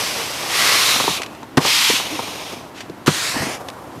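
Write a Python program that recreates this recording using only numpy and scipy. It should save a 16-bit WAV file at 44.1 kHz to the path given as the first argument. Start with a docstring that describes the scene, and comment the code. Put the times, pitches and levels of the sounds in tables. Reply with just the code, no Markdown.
"""Smoothing a canvas seat liner

In the cargo bay of a parked car, a hand smooths canvas over a seat back. Three long strokes hiss as
skin snags on the weave, the last two starting with a slap of the palm. Fingers knock the padded panel,
the cloth ticks as it settles, the palm sticks and groans once, and a low rumble fills the cabin."""
import sys
import numpy as np
from scipy import signal
from scipy.fft import rfft, irfft
from scipy.io import wavfile
from scipy.ndimage import map_coordinates

SR = 44100
rng = np.random.default_rng(int(sys.argv[2]) if len(sys.argv) > 2 else 0)


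def pcm_store(signal):
    """Save signal as 16-bit PCM."""
    levels = np.round(np.clip(np.atleast_2d(signal), -1, 1) * 32767)
    wavfile.write(sys.argv[1], SR, levels.astype(np.int16).T)


N = 176400
TIME = np.arange(N) / SR


def from_db(db):
    """Decibels to gain."""
    return 10 ** (np.asarray(db) / 20)


def unit_rms(x):
    """Scale to an rms of 1."""
    return x / np.sqrt(np.mean(x ** 2) + 1e-20)


def automation(rows, outside=None):
    """Turn rows of a time and its values into one curve per value."""
    times, *columns = np.transpose(rows)
    return [np.interp(TIME, times, column, outside, outside) for column in columns]


def coloured(x, spectrum):
    """Give steady noise a spectrum that falls away below its first point; rms 1."""
    hz, db = np.transpose(spectrum)
    f = np.maximum(np.fft.rfftfreq(N, 1 / SR), 1)
    gain = from_db(np.interp(np.log(f), np.log(hz), db)) * np.minimum(f / hz[0], 1) ** 2
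    return unit_rms(irfft(rfft(x) * gain, N))


def noise(spectrum):
    """Smooth noise of a given colour."""
    return coloured(rng.standard_normal(N), spectrum)


def drift(rate_hz):
    """A random wobble, mostly slower than rate_hz; rms 1."""
    f = np.fft.rfftfreq(N, 1 / SR)
    return unit_rms(irfft(rfft(rng.standard_normal(N)) / (1 + (f / rate_hz) ** 2), N))


def burst(start, rise, hold, t60):
    """An envelope that rises up to the start, holds and dies away; times in seconds."""
    t = TIME - start
    attack = np.clip(1 + t / max(rise, 1e-4), 0, 1)
    return attack * from_db(-60 * np.clip((t - hold) / t60, 0, 2))


# The colour of the rumble. Each row: frequency in Hz, relative level in dB.
RUMBLE_COLOUR = [(20, -9), (45, -8), (90, -2.5), (200, -4), (300, 1.5), (450, -8.5), (900, -6), (1300, -12),
                 (2200, -18), (9000, -33), (15000, -31)]


def rumble():
    """A steady bed of low noise fills the cabin."""
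    return noise(RUMBLE_COLOUR) * from_db(-38)


# The swell of each stroke. Each row: time in seconds, hiss level in dB, murmur level in dB.
DOWN_LEVELS = [(0, -22, -31), (.32, -27, -33.5), (.48, -25.5, -30), (.57, -17, -32.5), (.67, -15, -27),
               (.92, -15, -30.5), (.99, -19, -31), (1.17, -23.5, -33.5), (1.21, -39.5, -34),
               (1.28, -50, -38), (1.45, -56, -53)]
ACROSS_LEVELS = [(1.59, -37, -21), (1.62, -24.5, -29), (1.675, -16, -25.5), (1.8, -15, -54),
                 (1.89, -14.5, -43), (1.98, -18.5, -34), (2.04, -27, -33), (2.35, -32, -36),
                 (2.53, -34.5, -36), (2.7, -53, -43)]
OUT_LEVELS = [(3.062, -24.5, -33), (3.16, -21, -34), (3.31, -21.5, -35), (3.36, -26.5, -28.5),
              (3.42, -26, -26), (3.55, -31.5, -34), (3.61, -52, -32.5), (3.7, -91, -37), (4, -49, -42.5)]
# A close reflection combs the hiss as the hand travels.
# Each row: time in seconds, spacing of the dips in Hz, signed strength.
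DOWN_COMB = [(0, 2680, .16), (.3, 2750, 0.09), (.7, 3080, 0.022), (1.15, 3470, 0.21)]
ACROSS_COMB = [(1.85, 3080, 0.013), (2.25, 3080, 0.21), (2.65, 2800, .2)]
OUT_COMB = [(3.06, 2550, -0.4), (3.15, 2540, -0.12), (3.31, 3160, -0.31), (3.55, 4150, -0.38)]
# The colour of each hiss and of the panel's murmur. Each row: frequency in Hz, relative level in dB.
DOWN_COLOUR = [(600, -18), (820, -13), (1100, -0.5), (1500, -1), (2300, 0.5), (5300, -0.5), (7200, -7),
               (14500, -12.5)]
ACROSS_COLOUR = [(680, -15.5), (950, -3.5), (1400, -7), (2300, 0), (4300, -1.5), (6700, -7), (8800, -11.5),
                 (13500, -15.5)]
OUT_COLOUR = [(500, -36), (1000, -5), (1700, 1), (3800, 0.5), (8000, -5), (13500, -15)]
MURMUR_COLOUR = [(70, 0.5), (120, 5), (280, -1), (450, 8), (1080, 6.5), (2500, -19.5)]


def stroke(levels, comb, colour):
    """Skin rubs the weave; returns its hiss, hollowed by a close reflection, and the panel's murmur."""
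    snags_per_s, snag_spread_db, snag_db = 2800, 1.5, -7.5   # threads catching on the skin
    sizes = from_db(snag_spread_db * np.minimum(rng.exponential(1, N), 6)) * rng.choice([-1, 1], N)
    snags = unit_rms(sizes * (rng.random(N) < snags_per_s / SR))
    hiss = coloured(rng.standard_normal(N) + from_db(snag_db) * snags, colour)
    spacing_hz, strength = automation(comb)
    once, twice = (map_coordinates(hiss, [np.arange(N) - trips * SR / spacing_hz], order=3)
                   for trips in (1, 2))
    hiss = hiss + strength * once - .5 * np.abs(strength) * twice   # the second bounce narrows the dips
    hiss_db, murmur_db = automation(levels, outside=-120)
    grip = drift(rate_hz=37.7)   # flutters both levels together
    return np.array([unit_rms(hiss) * from_db(hiss_db + 0.47 * grip),
                     noise(MURMUR_COLOUR) * from_db(murmur_db + 2 * grip)])


def moving_peak(x, hz, width_hz, block=256):
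    """A resonance whose centre glides, stepped in blocks."""
    r = np.exp(-np.pi * width_hz / SR)
    b = np.array([1, 0, -1]) * (1 - r * r) / 2
    out, state = np.zeros(N), np.zeros(2)
    for i in range(0, N, block):
        a = [1, -2 * r * np.cos(2 * np.pi * hz[i] / SR), r * r]
        out[i:i + block], state = signal.lfilter(b, a, x[i:i + block], zi=state)
    return out


# Air pockets under the moving hand.
# Each row: start and end in seconds, first and last pitch in Hz, boost or dip in dB.
AIR_POCKETS = [(0.493, 0.818, 1990, 2050, 5.5), (0.54, 0.834, 1170, 1060, 4.5),
               (.62, 1.235, 4400, 3600, 3.5), (1.159, 1.5, 2380, 2820, 13), (1.605, 1.796, 5150, 4850, 4.5),
               (1.623, 2.107, 3300, 2980, 2.5), (1.98, 2.622, 7550, 7800, -6),
               (3.32, 3.63, 1630, 2500, 7.5)]


def air_pockets(hiss, q=10.4, fade_s=0.041):
    """Air trapped under the hand boosts or swallows a gliding band of the hiss."""
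    for start, end, from_hz, to_hz, db in AIR_POCKETS:
        hz = np.interp(TIME, [start, end], [from_hz, to_hz])
        fade = np.clip(np.minimum(TIME - start, end - TIME) / fade_s, 0, 1)
        hiss = hiss + (from_db(db) - 1) * fade * moving_peak(hiss, hz, from_hz / q)
    return hiss


# The modes of the padded seat back. Each row: frequency in Hz, relative level in dB, T60 in seconds.
PANEL_MODES = [(99, -9, 0.24), (150.4, -1.5, 0.091), (198, -7.5, 0.11), (265, 1.5, 0.037), (386, -1, 0.024),
               (495, -1.5, 0.025), (747, -9, 0.018), (915, -5, 0.028), (1090, -5, 0.016),
               (1302, -3.5, 0.018)]


def panel(blows, width_oct=0.64, spread_db=3.5):
    """Blows (seconds, dB, Hz) ring the seat back; each favours the modes near its own tone."""
    starts, db, tone_hz = np.transpose(blows)
    onsets = np.clip((starts * SR).astype(int), 0, N - 1)
    scatter_db = spread_db * rng.standard_normal((len(starts), len(PANEL_MODES)))
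    out = np.zeros(N)
    for k, (hz, mode_db, t60) in enumerate(PANEL_MODES):
        nearness = 1 / (1 + (np.log2(hz / tone_hz) / width_oct) ** 2)
        clicks = np.full(N, 1e-18)
        clicks[onsets] = nearness * from_db(db + mode_db + scatter_db[:, k])
        r, w = np.exp(-np.log(1000) / (t60 * SR)), 2 * np.pi * hz / SR
        out += (-1) ** k * signal.lfilter([0, np.sin(w)], [1, -2 * r * np.cos(w), r * r], clicks)
    return out


# Fingers knocking the panel. Each row: start in seconds, level in dB, centre of the tone in Hz.
FINGER_KNOCKS = [(0.9592, -7.5, 1150), (0.9996, -5.5, 990), (1.040, -8.5, 755), (1.078, -5.5, 820),
                 (1.095, -18.5, 202), (1.197, -17, 550), (1.43, -21, 880), (1.649, -6, 960),
                 (1.899, -9.5, 446), (1.932, -21, 302), (2, -12, 830), (2.191, -8, 790),
                 (2.531, -22.5, 300), (2.898, -19, 360), (3.363, -22, 280), (3.405, -14, 101),
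                 (3.424, -17, 232), (3.467, -22, 268), (3.495, -23, 232), (3.971, -26, 242)]


def knocks(push_db=-1.5, second_gap_s=0.00418, second_db=-6.5):
    """A finger bumps the panel and rebounds for a second, softer hit; the first contact also gives the cloth
    one short push."""
    pushes, rebounds = np.zeros(N), []
    for start, db, hz in FINGER_KNOCKS:
        phase = np.clip(2 * np.pi * hz * (TIME - start), -20, 20)
        pushes += from_db(db + push_db) * phase * np.exp(-phase ** 2 / 2)
        rebounds.append((start + second_gap_s * rng.uniform(0.48, 2.02), db + second_db, hz))
    return pushes + panel(FINGER_KNOCKS) + panel(rebounds)


# Ticks and brushes of settling cloth. Each row: peak time in seconds, level in dB, rise and T60 in seconds.
CLOTH_TICKS = [(1.219, -19.5, 0.0015, 0.038), (1.233, -24, 0.0013, 0.04), (1.262, -27, 0.00092, 0.027),
               (1.35, -36, 0.0019, .028), (1.431, -35, 0.0011, 0.02), (2.78, -36, 0.045, 0.3),
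               (2.806, -28, 0.0013, 0.052), (2.898, -35, .001, 0.016), (3.686, -23, 0.00086, 0.028),
               (3.701, -26, 0.00091, 0.012)]
# Their crisp colour. Each row: frequency in Hz, relative level in dB.
TICK_COLOUR = [(700, 4), (2600, 10.5), (6500, 1), (14000, -16)]


def ticks():
    """Short crisp rustles as folds let go."""
    envelope = sum(from_db(db) * burst(peak, rise, 0, t60) for peak, db, rise, t60 in CLOTH_TICKS)
    return noise(TICK_COLOUR) * envelope


# Slaps of the palm. Each row: start in seconds, smack level in dB, lead of the fingertips in seconds,
# fingertip level in dB, thump level in dB, delay of the heel in seconds.
PALM_SLAPS = [(1.575, -8.5, 0.0036, -14.5, -3.5, 0.0075), (3.0784, -8, 0.0083, -15.5, -2, .0056)]
# The colour of the smack. Each row: frequency in Hz, relative level in dB.
SMACK_COLOUR = [(170, -0.5), (320, 6.5), (650, 6), (1050, 8), (1700, 1), (14000, -34)]


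def slaps(t60=0.055, tips_hz=3280, thump_hz=293, heel_db=-8):
    """Fingertips land first, then the palm smacks the cloth and, with the heel, thumps the panel."""
    tips = noise([(tips_hz / 3, 0), (tips_hz, -2), (7000, -10), (14000, -20)])
    smack = noise(SMACK_COLOUR)
    out, blows = np.zeros(N), []
    for start, smack_db, lead, tips_db, thump_db, heel_delay in PALM_SLAPS:
        out += tips * from_db(tips_db) * burst(start - lead, rise=0, hold=lead, t60=t60)
        out += smack * from_db(smack_db) * burst(start, rise=0.0019, hold=0.004, t60=t60)
        blows += [(start, thump_db, thump_hz), (start + heel_delay, thump_db + heel_db, thump_hz)]
    return out + panel(blows)


def groan(pitch_hz=294, waver_hz=24):
    """The palm briefly sticks and slips on the cloth at a wavering low pitch."""
    phase = 2 * np.pi * np.cumsum(pitch_hz + waver_hz * drift(rate_hz=37.7)) / SR
    return from_db(-26) * np.sin(phase) * burst(start=2.12, rise=0.019, hold=0.038, t60=0.076)


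def cabin(x, t60=0.14, cutoff_hz=6000):
    """A short, dull tail from the upholstered cabin, arriving from the sides."""
    t = TIME[:SR // 4]
    tail = rng.standard_normal(len(t)) * np.exp(-np.log(1000) * t / t60)
    tail = signal.sosfilt(signal.butter(1, cutoff_hz, fs=SR, output="sos"), tail)
    reverb = signal.fftconvolve(x, tail / np.linalg.norm(tail))[:N]
    return np.array([reverb, -reverb])   # opposite polarity left and right


def scene():
    """Hand and rumble sit in the centre, with a faint cabin tail around them."""
    hiss, murmur = (stroke(DOWN_LEVELS, DOWN_COMB, DOWN_COLOUR)
                    + stroke(ACROSS_LEVELS, ACROSS_COMB, ACROSS_COLOUR)
                    + stroke(OUT_LEVELS, OUT_COMB, OUT_COLOUR))
    hand = air_pockets(hiss) + murmur + slaps() + knocks() + ticks() + groan()
    sound = hand + rumble()
    return sound + from_db(-34) * cabin(sound)


def record(dry):
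    """The loudest peaks are rounded, bass and treble roll off, and the top is cut."""
    ceiling, bass_hz, treble_hz, top_hz = 1.1, 73, 13640, 15600
    x = dry / (1 + (dry / ceiling) ** 4) ** .25
    x = signal.sosfilt(signal.butter(2, bass_hz, "high", fs=SR, output="sos"), x)
    x = signal.sosfilt(signal.butter(6, treble_hz, fs=SR, output="sos"), x)
    return signal.sosfilt(signal.ellip(10, .1, 80, top_hz, fs=SR, output="sos"), x)


dry = scene()
out = record(dry)
pcm_store(out)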